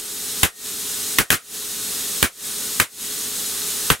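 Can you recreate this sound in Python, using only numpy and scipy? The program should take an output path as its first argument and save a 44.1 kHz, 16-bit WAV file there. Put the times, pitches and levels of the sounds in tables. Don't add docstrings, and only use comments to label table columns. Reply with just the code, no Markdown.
import sys
import numpy as np
from scipy import signal
from scipy.fft import irfft
from scipy.io import wavfile
from scipy.ndimage import uniform_filter1d, minimum_filter1d

SR = 44100
rng = np.random.default_rng(int(sys.argv[2]) if len(sys.argv) > 2 else 0)


def pcm_store(signal):
    levels = np.round(np.clip(np.atleast_2d(signal), -1, 1) * 32767)
    wavfile.write(sys.argv[1], SR, levels.astype(np.int16).T)


N = 176400

# frequency_hz, density_db
AIR_SPECTRUM = [(25, -9), (80, -11.5), (150, -9.5), (210, -1), (310, -3.5), (355, -4.5), (440, -4.5),
                (560, -11.5), (880, -14), (1150, -6.5), (2400, -9), (3700, -1.5), (4300, -1.5),
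                (4700, -5.5), (5200, -3), (5600, -3.5), (6300, -2), (9000, -0.5), (10500, -2),
                (12000, -1.5), (15700, -7.5)]
# frequency_hz, coherence
HISS_COHERENCE = [(40, 0), (130, 0.52), (250, 0.87), (1500, 0.68), (2700, 1), (4000, 0.73), (5300, 0.75),
                  (6100, 0.99), (7800, 1), (10000, 0.8), (15000, 0.62)]
# centre_hz, width_hz, lift_db
NOZZLE_RESONANCES = [(3340, 100, 3), (3776, 23, 5), (4970, 98, 5.5), (5360, 56, 5), (6080, 57, 7.5),
                     (6640, 61, 2.5), (7030, 220, 3.5), (7500, 60, 1), (7990, 50, 5), (8300, 154, 5),
                     (9000, 70, 2.5), (9390, 81, 2.5), (9440, 204, 4.5), (9650, 60, 5), (10100, 70, 2),
                     (11220, 130, 4)]
# pitch_hz, level_db
MOTOR_TONES = [(100, -56), (420, -46.5), (840, -82), (5040, -55), (6014, -56), (8216, -54), (9517, -52)]
# pitch_hz, level_db, t60_s
RADIATOR_MODES = [(1860, -43.5, 0.49), (2000, -51, 0.49), (4260, -58, 0.55)]
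# frequency_hz, density_db, t60_s, coherence
ROOM_BANDS = [(40, 0, 0.091, .1), (100, 9, 0.1, 0.24), (161, 6.5, 0.047, 0.34), (292, 4.5, 0.087, 0.26),
              (455, -0.5, 0.071, 0.66), (590, -8, 0.21, 0.89), (804, -4.5, 0.085, 0.62),
              (1210, -2, 0.15, 0.34), (1600, 3, 0.11, 0.79), (2340, -1.5, 0.13, 0.4),
              (4840, -8.5, 0.13, 0.91), (9700, -5, .13, 1), (15900, -8.5, 0.087, 0.13)]
# frequency_hz, density_db, coherence
CRACK_SPECTRUM = [(60, -12, 0.22), (268, 4, 0.29), (446, 2.5, 0.35), (760, -9.5, 0.23), (1260, 4.5, 0.43),
                  (1990, 1, 0.38), (3330, -1, 0.98), (4830, -12, 0.72), (8000, -7.5, 1),
                  (11200, -7.5, 0.78), (15600, -12, 0.56)]
# start_s, level_db, crack_s, skin_hz, lift_db, thump_db, room_db, bass_db, ring_db
BURSTS = [(0.432, 17, 0.0093, 3400, 2, -4.5, -5.5, 1.5, 9), (1.1855, 19, 0.0076, 3430, -2, -6, -7, 2, 6),
          (1.3035, 22.5, 0.0043, 2400, 0, -22, -7, -5, -6),
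          (1.3271, 17.5, .005, 1360, 4.5, -25, -7, -1.5, -4),
          (2.2276, 19.5, 0.0042, 2290, 6, -15, -8.5, 1.5, -7),
          (2.7995, 17.5, 0.0067, 2070, 5, -26, -8.5, -3.5, -8),
          (3.9019, 13, 0.0085, 3250, 3, -18, -5.5, 3.5, 0)]


def amp(db):
    return 10 ** (np.asarray(db) / 20)


def unit(x):
    return x / np.sqrt(np.mean(x ** 2) + 1e-20)


def read(points, hz, column=1):
    table = np.transpose(points)
    return np.interp(np.log(hz + 1), np.log(table[0] + 1), table[column])


def add(mix, start_s, sound):
    part = mix[:, round(start_s * SR):][:, :sound.shape[-1]]
    part += sound[..., :part.shape[1]]


def drift(n, size):
    return unit(uniform_filter1d(uniform_filter1d(rng.standard_normal(n), size), size))


def noise(n, density_db, coherence):
    mid, side = np.exp(2j * np.pi * rng.random((2, n // 2 + 1)))
    coherence = np.clip(coherence, -1, 1)
    mid, side = mid * np.sqrt(1 + coherence), side * np.sqrt(1 - coherence)
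    return unit(irfft(np.array([mid + side, mid - side]) * amp(density_db), n))


def stereo_phase(difference_rad):
    return difference_rad * np.array([[.5], [-.5]])


def air_rush(level_db=-24, flutter_db=0.36, ripple_db=2):
    hz = np.fft.rfftfreq(N, 1 / SR)
    nozzle_db = sum(lift_db * np.exp(-2 * ((hz - centre_hz) / width_hz) ** 2)
                    for centre_hz, width_hz, lift_db in NOZZLE_RESONANCES)
    colour_db = read(AIR_SPECTRUM, hz) + nozzle_db + ripple_db * drift(len(hz), size=130)
    hiss = noise(N, colour_db, read(HISS_COHERENCE, hz))
    return hiss * amp(level_db - flutter_db * drift(N, size=1500))


def motor_hum(waver=0.0015):
    clock_s = np.cumsum(1 + waver * drift(N, size=4000)) / SR
    spread = stereo_phase(0.61)
    return sum(np.sqrt(2) * amp(db) * np.sin(2 * np.pi * (hz * clock_s + rng.random()) + spread)
               for hz, db in MOTOR_TONES)


def radiator_ring(t):
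    return sum(amp(db) * np.exp(-np.log(1000) * t / t60_s)
               * np.sin(2 * np.pi * (hz * t + rng.random((2, 1))))
               for hz, db, t60_s in RADIATOR_MODES)


def skin_resonance(hz, skin_hz, lift_db, log_width=0.069):
    return lift_db * np.exp(-(np.log((hz + 1) / skin_hz) / log_width) ** 2)


def room_tail(t, skin_hz, lift_db, bass_db, bass_hz=450, rise_s=0.0056, hold_s=0.018):
    hz = np.fft.rfftfreq(len(t), 1 / SR)
    shelf_db = bass_db / (1 + (hz / bass_hz) ** 2)
    colour_db = read(ROOM_BANDS, hz) + skin_resonance(hz, skin_hz, lift_db) + shelf_db
    reflections = noise(len(t), colour_db, read(ROOM_BANDS, hz, column=3))
    band_hz, age_s, bands = signal.stft(reflections, SR, nperseg=256)
    t60_s = read(ROOM_BANDS, band_hz, column=2)[:, None]
    decay = np.exp(-np.log(1000) * np.maximum(age_s - hold_s, 0) / t60_s)
    _, tail = signal.istft(bands * decay, SR, nperseg=256)
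    return tail[:, :len(t)] * (1 - np.exp(-t / rise_s))


def air_thump(t, pitch_hz=85.5, peak_s=0.0045):
    envelope = t / peak_s * np.exp(-t / peak_s)
    return -envelope * np.sin(2 * np.pi * pitch_hz * t + stereo_phase(0.9))


def rubber_snap(t, skin_hz, level_db=-4, decay_s=0.00094, sag=0.39, sag_s=0.006):
    pitch_hz = skin_hz * (1 - sag * (1 - np.exp(-t / sag_s)))
    return amp(level_db) * np.sin(2 * np.pi * np.cumsum(pitch_hz) / SR) * np.exp(-t / decay_s)


def skin_crack(t, crack_s, skin_hz, lift_db, tear_s=0.00032):
    hz = np.fft.rfftfreq(len(t), 1 / SR)
    colour_db = read(CRACK_SPECTRUM, hz) + skin_resonance(hz, skin_hz, lift_db)
    envelope = (1 - np.exp(-t / tear_s)) * np.exp(-(t / crack_s) ** 2)
    crack = noise(len(t), colour_db, read(CRACK_SPECTRUM, hz, column=2)) * envelope
    return unit(crack) * np.sqrt(np.mean(envelope ** 2))


def balloons():
    mix, t = np.zeros((2, N)), np.arange(SR // 2) / SR
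    for start_s, level_db, crack_s, skin_hz, lift_db, thump_db, room_db, bass_db, ring_db in BURSTS:
        tail = amp(room_db) * room_tail(t, skin_hz, lift_db, bass_db)
        ring = amp(ring_db) * radiator_ring(t)
        crack = skin_crack(t, crack_s, skin_hz, lift_db)
        direct = crack + rubber_snap(t, skin_hz) + amp(thump_db) * air_thump(t)
        add(mix, start_s, amp(level_db) * (direct + tail + ring))
    return mix


def scene():
    return balloons() + air_rush() + motor_hum()


def lag(x, time_constant_s):
    pole = np.exp(-1 / (time_constant_s * SR))
    return signal.lfilter([1 - pole], [1, -pole], x)


def record(dry):
    threshold_db, sense_s, attack_s, hold_s, release_db_per_s = -9, 0.003, 0.0011, 0.08, 144
    slow_share, slow_s, slow_start_db = 0.36, 0.27, 7.5
    ceiling, cutoff_hz = 0.69, 15900
    t = np.arange(N) / SR
    power = lag((dry ** 2).mean(0), sense_s)
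    excess_db = np.maximum(10 * np.log10(power + 1e-12) - threshold_db, 0)
    half_hold = int(hold_s * SR / 2)
    held_db = -minimum_filter1d(-excess_db, 2 * half_hold + 1, origin=half_hold)
    fast_db = np.maximum.accumulate(held_db + release_db_per_s * t) - release_db_per_s * t
    slow_db = slow_share * lag(fast_db, slow_s) + slow_start_db * np.exp(-t / slow_s)
    reduction_db = lag(np.maximum(fast_db, slow_db), attack_s)
    saturated = ceiling * np.tanh(dry * amp(-reduction_db) / ceiling)
    low_pass = signal.firwin(401, cutoff_hz, window=("kaiser", 7), fs=SR)
    return signal.oaconvolve(saturated, low_pass[None], "same")


dry = scene()
out = record(dry)
pcm_store(out)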